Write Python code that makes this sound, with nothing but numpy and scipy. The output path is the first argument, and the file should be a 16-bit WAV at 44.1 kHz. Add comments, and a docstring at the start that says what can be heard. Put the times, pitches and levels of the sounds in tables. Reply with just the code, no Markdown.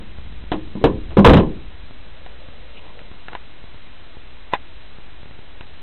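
"""Outdoors, small hand-held camera microphone: a steel car bonnet is lowered onto its catch, knocks twice,
then is pressed shut with a double slam that overloads the input; the lid chatters to rest in quicker bounces.
Then the camera's case clicks in the hand, later once sharply; shoes step back over dry grass (swells of crackle).
Throughout lie a low outdoor rumble (coloured noise), narrow-band hiss and faint electrical ticks.
Bonnet, latch and case are sums of dying modes, with dying noise for their loose parts."""
import sys
import numpy as np
from scipy import signal
from scipy.fft import rfft, irfft, next_fast_len
from scipy.io import wavfile

SR = 44100
rng = np.random.default_rng(int(sys.argv[2]) if len(sys.argv) > 2 else 0)


def inscribe(sig):
    """Save sig as 16-bit PCM at rate SR to the path in sys.argv[1].

    A 1-D sig is mono; a 2-D sig holds one channel per row.
    Samples are clipped to [-1, 1] before scaling.
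    """
    pcm = np.round(np.clip(np.atleast_2d(sig).T, -1, 1) * 32767)
    wavfile.write(sys.argv[1], SR, pcm.astype(np.int16))


N = 256662

# Blows on the bonnet, the first row only a faint hum of the panel at the very start [t/s, strength/dB, f
# excited by the edge/Hz, metal contact/dB, weight/dB, f excited by the weight/Hz, lid swing/dB]; metal, weight
# and swing are relative to strength
BLOWS = [(.005, -41.5, 226, -10, -4, 300, -9), (0.5174, -24.5, 330, 4.5, -1.5, 313, -23),
         (0.754, -26, 210, -37, -5.5, 300, -26), (.815, -29, 370, -27.5, -6, 450, -19),
         (0.8403, -8, 467, -4, -6, 380, -22), (1.104, -43, 606, 3.5, 2, 697, -8),
         (1.170, -8, 410, -12, 5, 202, -9.5), (1.246, 1, 980, 1, 3, 502, 8.5)]
# Modes of the bonnet panel [f/Hz, level/dB, t60/s]
PANEL_MODES = [(128, -13.5, 0.2), (157.3, 1.5, 0.23), (200.1, 2, 0.37), (233, -5.5, 0.57), (310, 0.5, 0.48),
               (332.8, -3.5, 0.37), (379.2, 1, 0.23), (420, -18.5, 0.58), (462.4, 2, 0.14),
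               (516.5, -12, 0.41), (630, -4.5, 0.068), (738, -2, 0.074), (864, -8, 0.17), (995.5, -6, 0.14),
               (1067, -14, 0.093)]
# The whole lid bouncing on its rubber stops [f/Hz, level/dB, t60/s]
LID_MODES = [(30.33, -7, 0.4), (69.4, 2, 0.087)]
# Modes of the steel latch and its striker [f/Hz, level/dB, t60/s]
LATCH_MODES = [(1524, -3, 0.08), (1752, -4, 0.28), (2080, -13.5, 0.09), (2180, -13, 0.088),
               (2687, 6, 0.062), (3014, -15.5, 0.44), (3070, 8, 0.049), (3403, 12.5, 0.034),
               (3760, -8, 0.072), (3620, -9.5, 0.032)]
# Rattle of the car's front, relative spectrum [f/Hz, level/dB per Hz]
RATTLE_SPECTRUM = [(40, -2.5), (130, -2), (300, -0.5), (520, 2.5), (800, -11.5), (1050, -4), (1350, -33.5),
                   (2200, -29.5), (4000, -39)]
# How fast that rattle dies [f/Hz, t60/s]
RATTLE_DECAY = [(100, 0.44), (280, 0.53), (500, 0.16), (800, 0.24), (1800, 0.19), (4000, 0.14)]
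# Grating of striker on latch, relative spectrum [f/Hz, level/dB per Hz]
CLASH_SPECTRUM = [(200, -23.5), (700, 20.5), (1050, 13.5), (1400, 9.5), (1850, 7.5), (2200, 1.5), (2800, 5),
                  (3500, 2.5), (4200, -4.5)]
# How fast the grating dies [f/Hz, t60/s]
CLASH_DECAY = [(700, 0.13), (4000, 0.13)]
# Clicks of the camera case in the hand [t/s, level/dB, brightest f/Hz]
CLICKS = [(2.263, -34.5, 610), (2.992, -36, 2100), (3.2841, -27, 1540), (3.332, -31, 1300),
          (3.3517, -24, 1100), (4.536, -6.5, 863), (5.610, -32, 2980)]
# Modes of the stiff plastic case [f/Hz, level/dB, t60/s]
CASE_MODES = [(510, -7, 0.024), (724, -4, 0.05), (893, -1, 0.01), (994, 3, 0.024), (1447, -1, 0.025),
              (1714, 3.5, 0.0093), (2020, 2, 0.0066), (2700, 4, 0.0087), (2930, -5, 0.0071),
              (3580, -1.5, 0.014)]
# Loose parts in the case, relative spectrum [f/Hz, level/dB per Hz]
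BUZZ_SPECTRUM = [(150, -26), (400, -18), (850, 4.5), (1300, -9), (2000, -2.5), (4000, -21.5)]
# Shoes on soil and dry grass [t of the middle/s, level/dB, half length/s, brightest f/Hz]
SCUFFS = [(2.55, -53.5, 0.63, 544), (2.774, -43, 0.014, 2600), (2.88, -47, 0.031, 1020),
          (3.003, -52, 0.072, 540), (3.326, -39, 0.0088, 1050)]
# Dry grass, relative spectrum [f/Hz, level/dB per Hz]
GRASS_SPECTRUM = [(200, -1), (500, 2), (1050, -9), (1500, -15), (2900, -5), (4000, -13)]
# The clearest electrical ticks of the recorder [t/s]; fainter ones fall at random
CLEAR_TICKS = [0.186, .44, 1.91, 2.487, 3.116, 3.641, 4.17, 4.986, 5.232]
# Course of air and handling rumble on the microphone, before a common lift [t/s, level/dB]
RUMBLE_COURSE = [(0, -39.5), (1.2, -34.5), (2.2, -46), (5.8, -48)]
# That rumble, relative spectrum [f/Hz, level/dB per Hz]
RUMBLE_SPECTRUM = [(8, 8.5), (25, 4), (55, 6.5), (90, -2), (140, -10), (300, -16), (700, -41),
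                   (2000, -39.5)]
# Preamplifier hiss, relative spectrum [f/Hz, level/dB per Hz]
HISS_SPECTRUM = [(30, 5.5), (300, 4), (600, 2.5), (1200, 0), (2500, 0), (4100, -1.5)]

# The lid's weight follows its edge: later and with less metal in it
FOLLOW_S, FOLLOW_METAL_DB = .014, -6.5
SWING_LAG_S = .03  # from a blow until the lid bottoms on its rubber stops
RATTLE_DB, RATTLE_PER_METAL = -1, 0.35  # rattle re strength; dB more for each dB of metal contact
# The bounces after the last blow
BOUNCE_S, BOUNCE_SHRINK = .048, .84  # first flight, each flight over the one before
BOUNCE_DB, BOUNCE_FADE_DB, BOUNCE_FADE_POWER = -6.5, 11.5, 2.43  # first, loss by the last, how late it comes
BOUNCE_METAL_DB, BOUNCE_METAL_FADE_DB = 0.5, 29.5  # metal contact of the first, its loss by the last
BOUNCE_HZ, BOUNCE_SWING_DB = 163.5, -10  # most excited frequency, lid swing re strength
# The camera case, levels re the click
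GIVE_S, GIVE_DB = .006, -24.5  # it gives a little before it snaps
CRACK_DB, CRACK_HZ = -5, 1920  # its seam cracks with every snap
CHATTER_S, CHATTER_DB, CHATTER_HZ = .0053, -18, 3000  # then its parts chatter: spacing, level, middle pitch
RUB_DB, RUB_S, RUB_LAG_S = -22, 0.014, 0.0098  # the hand rubs around each click: level, half length, lag
TICK_DB, FAINT_TICK_DB = -27.5, -28.5
BAND_HZ, TOP_HZ = 4070, 15900  # upper edges: of the narrow band, and after the second clipping


def bonnet():
    """Each blow lands edge first, then with the lid's weight, and swings the lid; the last one bounces."""
    out = np.zeros(N)
    t = np.arange(SR * 3 // 4) / SR
    rise = 1 - np.exp(-t / 0.0005)
    # the first loud swing drains quickly into the car body
    shape = rise * amp(5.1 * np.exp(-t / 0.019) - 1.5)
    swing = sum(amp(db - 60 * t / t60) * np.sin(2 * np.pi * hz * t) for hz, db, t60 in LID_MODES)
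    for s, db, edge_hz, metal_db, weight_db, weight_hz, swing_db in BLOWS:
        edge = contact(db, edge_hz, metal_db, t)
        weight = contact(db + weight_db, weight_hz, metal_db + FOLLOW_METAL_DB, t)
        add(out, s, shape * edge)
        add(out, s + FOLLOW_S, shape * weight)
        add(out, s + SWING_LAG_S, shape * amp(db + swing_db) * swing)
    for s, db, metal_db in bounces(count=5):
        landing = contact(db, BOUNCE_HZ, metal_db, t)
        add(out, s, shape * (landing + amp(db + BOUNCE_SWING_DB) * swing))
    return out


def contact(db, centre_hz, metal_db, t):
    """One contact rings the panel, shakes the front of the car and clashes the latch."""
    panel = ring(PANEL_MODES, centre_hz, focus_db=14.5, octaves=0.22, t=t)
    rattle_db = RATTLE_DB + RATTLE_PER_METAL * metal_db
    rattle = amp(rattle_db) * dying_noise(RATTLE_SPECTRUM, RATTLE_DECAY, t)
    # the striker meets the latch at a new spot each time, and grates as it does
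    steel = ring(LATCH_MODES, rng.uniform(2000, 3800), focus_db=-2.5, octaves=0.17, t=t)
    grating = dying_noise(CLASH_SPECTRUM, CLASH_DECAY, t)
    clash = amp(metal_db) * (amp(-12) * steel + amp(-1) * grating)
    return amp(db) * (panel + rattle + clash)


def bounces(count):
    """Rows (t/s, strength/dB, metal/dB): the latched lid bounces ever faster and more softly."""
    k = np.arange(count)
    when = BLOWS[-1][0] + np.cumsum(BOUNCE_S * BOUNCE_SHRINK ** k)
    spent = (k / (count - 1)) ** BOUNCE_FADE_POWER
    strength_db = BOUNCE_DB - BOUNCE_FADE_DB * spent
    metal_db = BOUNCE_METAL_DB - BOUNCE_METAL_FADE_DB * spent
    return zip(when, strength_db, metal_db)


def case_clicks(count=3):
    """Under the rubbing hand the case gives, snaps, and chatters a few times."""
    out = np.zeros(N)
    t = np.arange(SR // 6) / SR
    around = t - t.mean()
    for s, db, centre_hz in CLICKS:
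        add(out, s - GIVE_S, amp(db + GIVE_DB) * snap(centre_hz, t))
        crack = amp(CRACK_DB) * snap(CRACK_HZ, t)
        add(out, s, amp(db) * (snap(centre_hz, t) + crack))
        for k in range(count):
            chatter_hz = CHATTER_HZ * 2 ** rng.normal(0, 0.69)  # spread in octaves
            add(out, s + (k + 1) * CHATTER_S, amp(db + CHATTER_DB) * snap(chatter_hz, t))
        rub = np.exp(-.5 * (around / RUB_S) ** 2) * noise(BUZZ_SPECTRUM, len(t))
        add(out, s + RUB_LAG_S + around[0], amp(db + RUB_DB) * rub)
    return out


def snap(centre_hz, t):
    """Stiff plastic: short modes and a faint buzzing tail."""
    modes = ring(CASE_MODES, centre_hz, focus_db=16, octaves=0.25, t=t)
    return modes + amp(-6.5 - 60 * t / 0.039) * noise(BUZZ_SPECTRUM, len(t))


def steps():
    """Soft swells of crackle: dull where the sole meets soil, bright where it brushes stalks."""
    out = np.zeros(N)
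    t = np.arange(-SR // 2, SR // 2) / SR
    for s, db, length, centre_hz in SCUFFS:
        # about 2000 random impulses a second
        stalks = rng.standard_normal(len(t)) * (rng.random(len(t)) < 2000 / SR)

        def grass(hz):
            bump = np.exp(-.5 * (np.log2((hz + 1) / centre_hz) / 0.28) ** 2)
            return amp(along(GRASS_SPECTRUM, hz) + 12.5 * bump) * (hz < BAND_HZ)

        crackle = unit(filtered(stalks, grass))
        swell = np.exp(-.5 * (t / length) ** 2)
        add(out, s + t[0], amp(db) * swell * crackle)
    return out


def ticks(count=8):
    """Small voltage steps in the recorder that leak away within a few milliseconds."""
    out = np.zeros(N)
    t = np.arange(SR // 50) / SR
    step = np.clip(1 - t / 0.0051, 0, 1) ** 2
    for s in CLEAR_TICKS:
        add(out, s, amp(TICK_DB) * step)
    for s in rng.uniform(0, N / SR, count):
        add(out, s, amp(FAINT_TICK_DB) * step)
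    return out


def background():
    """Air rumbling on the microphone, and even preamplifier hiss: two coloured noises."""
    rumble_db = np.interp(np.arange(N) / SR, *np.transpose(RUMBLE_COURSE)) + 3.0
    rumble = amp(rumble_db) * noise(RUMBLE_SPECTRUM, N)
    hiss = amp(-42) * noise(HISS_SPECTRUM, N)
    return rumble + hiss


def ring(modes, centre_hz, focus_db, octaves, t):
    """Struck modes, starting at rms 1; contact favours those near centre_hz, or spares them if focus_db < 0."""
    hz, db, t60 = np.transpose(modes)[:, :, None]
    favour = focus_db * np.exp(-.5 * (np.log2(hz / centre_hz) / octaves) ** 2)
    gain = amp(db + favour + rng.standard_normal(hz.shape))  # no two strikes quite alike
    partials = gain * amp(-60 * t / t60) * np.sin(2 * np.pi * hz * t)
    return np.sum(partials, axis=0) / np.sqrt(np.sum(gain ** 2) / 2)


def dying_noise(spectrum, decay, t):
    """Countless close modes: noise in which each frequency dies at its own speed."""
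    hz, when, z = signal.stft(noise(spectrum, len(t)), SR, nperseg=256)
    fade = amp(-60 * when / along(decay, hz)[:, None])
    return signal.istft(z * fade, SR, nperseg=256)[1][:len(t)]


def noise(spectrum, size):
    """Coloured noise of rms 1."""
    return unit(filtered(rng.standard_normal(size), lambda hz: amp(along(spectrum, hz))))


def filtered(x, response):
    """x times a response of frequency, padded so that its tail does not wrap round."""
    m = next_fast_len(len(x) + SR // 4)
    return irfft(rfft(x, m) * response(np.fft.rfftfreq(m, 1 / SR)), m)[:len(x)]


def along(points, hz):
    """Read (f/Hz, value) points on a log frequency axis."""
    f, v = np.transpose(points)
    return np.interp(np.log(hz + 1), np.log(f + 1), v)


def amp(db):
    """Level in dB to amplitude."""
    return 10 ** (np.asarray(db) / 20)


def unit(x):
    """Scale to rms 1."""
    return x / np.sqrt(np.mean(x ** 2) + 1e-20)


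def add(track, s, sound):
    """Mix a sound into the track from time s."""
    part = track[round(s * SR):][:len(sound)]
    part += sound[:len(part)]


def scene():
    """All sources summed at the one microphone."""
    return (bonnet() + case_clicks() + steps() + ticks() + background())[None]


def clipped(x, top, hardness):
    """Saturation with a rounded knee."""
    return x / (1 + np.abs(x / top) ** hardness) ** (1 / hardness)


def record(dry):
    """The input overloads, is cut to a narrow band, and its overshoots clip again, slightly off zero."""
    loud = clipped(dry[0], top=amp(-3.0), hardness=44)
    # above the band the level falls 1 dB every 3 Hz, by 120 dB at most
    narrow = filtered(loud, lambda hz: amp(-np.clip((hz - BAND_HZ) / 3, 0, 120)))
    flat = np.clip(narrow - .033, -.7, .7)
    return filtered(flat, lambda hz: hz < TOP_HZ)[None]


dry = scene()
out = record(dry)
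inscribe(out)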